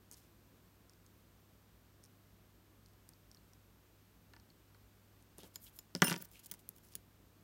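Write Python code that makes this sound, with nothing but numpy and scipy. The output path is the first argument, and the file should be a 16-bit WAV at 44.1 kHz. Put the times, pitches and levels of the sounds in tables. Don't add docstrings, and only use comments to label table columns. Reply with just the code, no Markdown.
import sys
import numpy as np
from scipy import signal
from scipy.fft import rfft, irfft, next_fast_len
from scipy.io import wavfile
from scipy.ndimage import map_coordinates

SR = 44100
rng = np.random.default_rng(int(sys.argv[2]) if len(sys.argv) > 2 else 0)


def voltage_ratio(level):
    return 10 ** (np.asarray(level, float) / 20)


def store_pcm(level_fs):
    pcm = np.round(np.clip(level_fs, -1, 1) * 32767).astype(np.int16)
    wavfile.write(sys.argv[1], SR, np.atleast_2d(pcm).T)


N = 327920
T = np.arange(N) / SR
TOP_HZ, EDGE_HZ = 15850, 16600
HISS_DB, RUMBLE_DB, DRONE_DB = -73.5, -69.8, -72.5

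# t/s, peak level/dB, brightest f/Hz
TIP_TICKS = [(0.1136, -38.5, 8700), (0.1206, -53, 6500), (0.125, -45, 8530), (0.132, -50, 9870),
             (0.1344, -49, 6450), (0.1405, -48, 6340), (0.1434, -48, 5110), (0.896, -48.5, 5430),
             (0.935, -54, 4910), (1.0636, -52.5, 6400), (2.0335, -58, 5300), (2.0386, -46.5, 9300),
             (2.042, -60, 5400), (2.0445, -54, 9200), (2.0513, -53, 5400), (2.0595, -55, 9000),
             (2.8605, -51, 5500), (3.0904, -42.5, 9320), (3.1353, -52.5, 4520), (3.3148, -46.5, 5500),
             (3.347, -49, 5300), (3.5342, -51, 5500), (4.3987, -54, 5400), (5.225, -55.5, 9300)]
# t/s, peak level/dB, brightest f/Hz
BOARD_PRESSES = [
    (4.3357, -48.5, 4400),
    (4.3645, -51, 4520),
    (4.7465, -56.5, 4300),
]
# t/s, peak level/dB, brightest f/Hz
SCREW_PINGS = [
    (3.371, -56, 4300),
    (4.5023, -56, 4340),
    (6.2881, -59, 8700),
]
# t/s, peak level/dB, brightest f/Hz, bench boom level/dB
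DRY_SNAPS = [
    (2.886, -56, 5500, -30),
    (2.935, -56, 5500, -30),
    (5.3833, -35.5, 9000, -14),
    (5.391, -47, 3500, -20),
    (5.4335, -42, 4000, -6),
    (6.1785, -35, 9000, -21),
    (6.6905, -22.5, 15000, -32),
]
# t/s, peak level/dB, brightest f/Hz
GRIP_CLICKS = [
    (5.4026, -53, 2860),
    (5.5581, -32, 7050),
    (5.7889, -35, 12700),
]
# t/s, peak level/dB, brightest f/Hz, bench boom level/dB
FIRST_TOUCH = [
    (5.951, -22.5, 5170, -6),
    (5.962, -36, 5060, -7),
    (6.002, -49, 3200, -19),
]
# t/s, peak level/dB, brightest f/Hz, bench boom level/dB
FLAT_LANDINGS = [
    (6.0204, -13, 5370, -4.5),
    (6.0254, -22.5, 3000, -7),
    (6.1164, -26.5, 2800, -3.5),
    (6.203, -52, 5000, 4.5),
]
# t/s, peak level/dB, brightest f/Hz, bench boom level/dB
BOUNCES = [(6.0215, -19, 3020, -27), (6.0454, -20.5, 9460, -9.5), (6.0696, -24, 9510, -16),
           (6.0814, -23.5, 2780, -9), (6.098, -25, 5070, -23), (6.1104, -25, 3740, -6.5),
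           (6.1266, -25.5, 5070, -23), (6.1334, -33, 5060, -13), (6.1408, -28, 2400, -7.5),
           (6.158, -37.5, 2590, -14), (6.1624, -34, 5380, -6.5)]
# t/s, peak level/dB, brightest f/Hz
EDGE_GRAZES = [
    (5.977, -52, 9000),
    (6.0185, -44, 6000),
    (6.039, -29, 12000),
    (6.2236, -28.5, 15400),
    (6.2478, -44, 13200),
    (6.253, -37.5, 15500),
    (6.938, -49, 5000),
]
# t/s, peak level/dB, brightest f/Hz
SHAFT_CLICKS = [
    (6.315, -44.5, 13300),
    (6.4934, -57, 9340),
    (6.5, -47, 3100),
    (6.5139, -25, 10100),
    (6.5464, -46, 10100),
    (6.7625, -47, 12300),
    (6.8867, -52, 6000),
    (6.9533, -24.5, 10050),
    (6.961, -46, 6580),
]
# t/s, peak level/dB, brightest f/Hz
SHAFT_NUDGES = [
    (6.5187, -29, 6350),
    (6.5396, -33, 8430),
    (6.7832, -44.5, 11900),
    (6.8363, -52, 7990),
    (6.849, -48, 9900),
]

# f/Hz, width/Hz, level/dB
BOARD_MODES = [(4300, 190, -3), (5500, 1170, -0.5), (6540, 530, -3), (8700, 550, -2.5), (9900, 900, -9),
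               (12700, 660, -6), (15000, 1200, -23)]
# f/Hz, width/Hz, level/dB
ARM_MODES = [(2100, 400, -16), (3270, 420, -6), (5170, 140, -7), (7000, 73, -4), (9800, 280, -18),
             (12700, 330, -1.5), (15400, 130, -16.5), (16200, 130, -14.5)]
# f/Hz, width/Hz, level/dB
SLAP_MODES = [(3080, 400, -2.5), (4300, 250, -17), (5450, 520, -0.5), (6920, 240, -13.5),
              (8950, 630, -25.5), (12300, 260, -17.5), (14200, 240, -20)]
# f/Hz, width/Hz, level/dB
SHAFT_MODES = [(2800, 450, -21.5), (4350, 350, -21), (6240, 240, -7.5), (8420, 420, -8), (10100, 350, -14),
               (12500, 750, -5), (15660, 950, -3)]
# f/Hz, level/dB, t60/s
BENCH_BOOM = [(177.6, -0.5, 0.082), (248, -12, 0.091), (328, -11, 0.054), (378, -12.5, 0.041),
              (555, -16.5, 0.054)]
# f/Hz, level/dB, t60/s
BENCH_RAP = [(746, -12, 0.041), (944, -7, 0.044), (1178, -11.5, 0.034), (1480, -2, 0.021),
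             (1600, -4, 0.017), (1740, -7, 0.031), (1963, -5.5, 0.0215), (2277, -7.5, .02),
             (2695, -8, 0.0149)]
# f/Hz, level/dB, t60/s, struck t/s, stopped t/s
ARM_RINGS = [(2800, -41.5, .5, 6.048, 6.122), (5313, -40, 0.46, 6.042, 6.085),
             (8689, -37, .05, 6.040, 6.07), (9475, -36.5, .25, 6.042, 6.113),
             (11200, -38.5, 0.046, 6.040, 6.07), (12050, -37.5, 0.078, 6.040, 6.12),
             (14030, -35.5, .03, 6.040, 6.06), (14795, -33.5, .11, 6.041, 6.12),
             (3097, -39.5, 0.087, 6.069, 6.11), (6002, -36, .08, 6.070, 6.1),
             (11300, -44.5, 0.25, 6.072, 6.13), (14100, -38, .08, 6.073, 6.11),
             (9520, -42, .2, 6.073, 6.11), (15800, -45, .05, 6.179, 6.2)]

# start t/s, length/s, level/dB, centre f/Hz
STEEL_SKIDS = [(.118, 0.035, -63, 7500), (.148, 0.13, -69.5, 4730), (5.376, .054, -65, 11000),
               (5.435, 0.056, -66.5, 6000), (5.565, .035, -73, 12500), (5.795, .035, -74, 12500),
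               (5.959, 0.057, -64, 4800), (6.021, .03, -42, 2190), (6.114, .064, -56, 3000),
               (6.181, .022, -59, 9000), (6.309, 0.089, -65.5, 9000), (6.392, .013, -56.5, 9000),
               (6.458, .013, -50.5, 10000), (6.525, 0.028, -64, 7000), (6.589, .024, -64.5, 8000),
               (6.827, 0.089, -69, 10000), (6.952, .013, -52.5, 5000)]
# start t/s, length/s, level/dB, centre f/Hz
FINGER_RUBS = [
    (5.538, 0.021, -60, 9000),
    (6.039, 0.1, -46, 2800),
    (6.203, 0.025, -53, 6000),
    (6.231, .029, -58.5, 7000),
    (6.428, 0.028, -58.5, 7000),
    (6.481, 0.023, -69, 8000),
    (6.906, 0.036, -64.5, 5000),
]
# start t/s, length/s, level/dB, centre f/Hz
ARM_SQUEAKS = [
    (5.382, 0.084, -63, 3100),
    (5.659, 0.031, -60.5, 3090),
    (6.329, 0.1, -65.5, 2600),
]
# start t/s, length/s, level/dB, centre f/Hz
FINGER_SLIDES = [
    (5.44, 0.042, -67, 14000),
    (5.598, 0.1, -59.5, 13500),
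    (5.727, 0.07, -63.5, 13500),
    (6.752, 0.036, -69, 11000),
]
# t/s, level/dB
WRIST_SHOVE = [
    (5.36, -76),
    (5.368, -88),
    (5.386, -54.5),
    (5.408, -75),
    (5.434, -57.5),
    (5.52, -78),
]

# f/Hz, t60/s
WALL_DECAY = [(200, 0.21), (2000, 0.32), (12000, 0.076)]
# f/Hz, level/dB per Hz
HISS_SPECTRUM = [(590, -25.5), (1000, -4), (3020, -7), (5400, -10), (9680, -12.5), (10600, -16.5),
                 (12200, -7), (15700, -11)]
# f/Hz, level/dB per Hz
RUMBLE_SPECTRUM = [(74, -34), (125, -5), (160, -2), (330, -6), (450, -11), (1600, -22), (3300, -50),
                   (6000, -120)]
# f/Hz, level/dB
MAINS_HUM = [(100, -71)]


def unit(x):
    return x / np.sqrt(np.mean(x ** 2) + 1e-20)


def along(points, hz):
    f, value = np.transpose(points)
    return np.interp(np.log(hz + 1), np.log(f + 1), value)


def wobble(rate_hz, size=N):
    knots = rng.standard_normal(int(size * rate_hz / SR) + 4)
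    return map_coordinates(knots, [T[:size] * rate_hz])


def filtered(x, response):
    m = next_fast_len(x.shape[-1] + 4096)
    spectrum = rfft(x, m) * response(np.fft.rfftfreq(m, 1 / SR))
    return irfft(spectrum, m)[..., :x.shape[-1]]


def resonance(f, hz, width_hz):
    return 1j * f * width_hz / (hz * hz - f * f + 1j * f * width_hz)


def contacts(events, body, t60, rap_db, spread, bare_db, boom_db=-25, shift=0.026, vary_db=2.0,
             spot_db=-30, spot_hz=450, cut_hz=1200, follow=0):
    out = np.zeros(N + SR)
    t = np.arange(6144) / SR
    for start_s, peak_db, bright_hz, *heavy_db in events:
        crackle = rng.standard_normal(len(t)) * voltage_ratio(-60 * t / t60)
        burst = crackle + 7 * (t == 0)
        deviation = rng.standard_normal((len(body), 2))

        def response(f):
            modes = 0
            for k, (hz, width_hz, db) in enumerate(body):
                gain = (-1) ** k * voltage_ratio(db + vary_db * deviation[k, 0])
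                modes = modes + gain * resonance(f, hz * (1 + shift * deviation[k, 1]), width_hz)
            highpass = (1j * f / (1j * f + cut_hz)) ** 2
            broad = (modes + voltage_ratio(bare_db)) * resonance(f, bright_hz, spread * bright_hz) * highpass
            return broad + voltage_ratio(spot_db) * resonance(f, bright_hz, spot_hz)

        tick = filtered(burst, response)
        weight_db = heavy_db[0] if heavy_db else boom_db
        knock = voltage_ratio(weight_db + 4.5) * struck(BENCH_BOOM, t)
        knock += voltage_ratio(rap_db + 2 + follow * (weight_db - boom_db)) * struck(BENCH_RAP, t)
        onset = 1 - np.exp(-t / 0.00066)
        out[round(start_s * SR):][:len(t)] += voltage_ratio(peak_db) * (tick / np.abs(tick).max() + onset * knock)
    return out[:N]


def struck(modes, t):
    deviation = [2, .009] * rng.standard_normal((len(modes), 2))  # dB, pitch ratio
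    out = np.zeros(len(t))
    for (hz, db, t60), (extra_db, detune) in zip(modes, deviation):
        out += voltage_ratio(db + extra_db - 60 * t / t60) * np.sin(2 * np.pi * hz * (1 + detune) * t)
    return out


def ringing():
    out = np.zeros(N)
    for hz, db, t60, struck_s, stopped_s in ARM_RINGS:
        t = np.maximum(T - struck_s, 0)
        choke = voltage_ratio(-60 * np.maximum(T - stopped_s, 0) / .02)
        chatter_db = 2.4 * wobble(120)
        onset = 1 - np.exp(-t / 0.0012)
        out += voltage_ratio(db + chatter_db - 60 * t / t60) * onset * choke * np.sin(2 * np.pi * hz * t)
    return out


def rubbing(strokes, spread, swell, colour=1.1, edge=0.18):
    out = np.zeros(N)
    for start_s, length_s, db, centre_hz in strokes:
        span = round(start_s * SR) + np.arange(round(length_s * SR))
        slip_db = 3.3 * wobble(700, size=8192) + 1.2 * wobble(90, size=8192)
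        grit = (rng.standard_normal(8192) * voltage_ratio(slip_db))[:len(span)]

        def response(f):
            arms = 1 + colour * sum(voltage_ratio(g) * abs(resonance(f, hz, width)) for hz, width, g in ARM_MODES)
            band = resonance(f, centre_hz, spread * centre_hz)
            return arms * band * (f / (f + 1500)) ** 2 * (f < TOP_HZ)

        envelope = np.interp(T[span] - start_s, [0, swell * length_s, length_s], [edge, 1, 1.5 * edge])
        out[span] += voltage_ratio(db) * envelope * unit(filtered(grit, response))
    return out


def shove():
    s, db = np.transpose(WRIST_SHOVE)
    noise = rng.standard_normal(N)
    rumble = filtered(noise, lambda f: resonance(f, 280, 100) + .4 * resonance(f, 400, 250))
    return voltage_ratio(np.interp(T, s, db, -120, -120)) * unit(rumble)


def walls(x):
    hz, t, z = signal.stft(rng.standard_normal(SR // 2), SR, nperseg=256)
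    decay = voltage_ratio(-60 * t / along(WALL_DECAY, hz)[:, None])
    tail = signal.istft(z * decay, SR, nperseg=256)[1]
    return signal.fftconvolve(np.pad(x, (150, 0)), tail / np.linalg.norm(tail))[:N]


def room_tone():
    hiss = unit(filtered(rng.standard_normal(N), lambda f: voltage_ratio(along(HISS_SPECTRUM, f)) * (f < TOP_HZ)))
    rumble = unit(filtered(rng.standard_normal(N), lambda f: voltage_ratio(along(RUMBLE_SPECTRUM, f))))
    drone = unit(filtered(rng.standard_normal(N), lambda f: resonance(f, 57.5, 22) ** 2))
    out = voltage_ratio(HISS_DB + 0.21 * wobble(4.6)) * hiss
    out += voltage_ratio(RUMBLE_DB + 0.26 * wobble(1.0)) * rumble
    out += voltage_ratio(DRONE_DB) * drone
    for hz, db in MAINS_HUM:
        level = np.sqrt(2) * voltage_ratio(db + 1.6 * wobble(7))
        out += level * np.sin(2 * np.pi * hz * T + .15 * wobble(4))
    return out


def scene():
    board = dict(spread=1.0, bare_db=-24, shift=0.015, vary_db=0.5, spot_db=1, cut_hz=4200)
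    bench = dict(spread=0.48, bare_db=-5, vary_db=4.0, spot_db=-1.5)
    shaft = dict(spread=5.2, bare_db=-11, shift=0.0087, vary_db=-1.0, spot_db=-1, cut_hz=1200)

    tools = contacts(TIP_TICKS, BOARD_MODES, t60=0.008, rap_db=-24.5, boom_db=-18, **board)
    tools += contacts(BOARD_PRESSES, BOARD_MODES, t60=0.0078, rap_db=-2.5, boom_db=-29, **board)
    tools += contacts(SCREW_PINGS, BOARD_MODES, t60=0.0047, rap_db=-26, spread=.3, bare_db=-26,
                      vary_db=-3.0, spot_db=12, spot_hz=130, cut_hz=3000)
    tools += contacts(DRY_SNAPS, BOARD_MODES, t60=0.0086, rap_db=-38, follow=0.94, spread=0.88,
                      bare_db=19.0, cut_hz=3100)
    tools += contacts(GRIP_CLICKS, ARM_MODES, t60=.017, rap_db=-22.5, boom_db=-29, spread=1.5,
                      bare_db=-24.0, shift=0.0069, vary_db=0.1, spot_db=-7.5, cut_hz=580)

    tools += contacts(FIRST_TOUCH, SLAP_MODES, t60=0.0054, rap_db=-18, **bench)
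    tools += contacts(FLAT_LANDINGS, SLAP_MODES, t60=0.0086, rap_db=-2, **bench)
    tools += contacts(BOUNCES, SLAP_MODES, t60=.009, rap_db=-11.5, **bench)
    tools += contacts(EDGE_GRAZES, SLAP_MODES, t60=.0105, rap_db=-25.5, boom_db=-23, **bench)

    tools += contacts(SHAFT_CLICKS, SHAFT_MODES, t60=0.02, rap_db=-42, boom_db=-29.5, **shaft)
    tools += contacts(SHAFT_NUDGES, SHAFT_MODES, t60=0.015, rap_db=-24, boom_db=-25, **shaft)

    tools += ringing()
    tools += rubbing(STEEL_SKIDS, spread=1.9, swell=.17)
    tools += rubbing(FINGER_RUBS, spread=2.1, swell=.65, edge=.12)
    tools += rubbing(ARM_SQUEAKS, spread=0.35, swell=0.28)
    tools += rubbing(FINGER_SLIDES, spread=0.99, swell=.55, colour=2.2, edge=.25)
    tools += shove()

    small = filtered(tools, lambda f: (1j * f / (1j * f + 120)) ** 4)
    return (small + voltage_ratio(-20.0) * walls(small) + room_tone())[None]


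def roll_off(x):
    return signal.sosfilt(signal.butter(12, 17150, fs=SR, output="sos"), x)


def record(dry):
    edges_hz = [TOP_HZ, TOP_HZ + 150, EDGE_HZ, EDGE_HZ + 300]
    mix = filtered(dry, lambda f: np.interp(f, edges_hz, [1, .35, 0.38, 0]))
    return roll_off(mix)


dry = scene()
out = record(dry)
store_pcm(out)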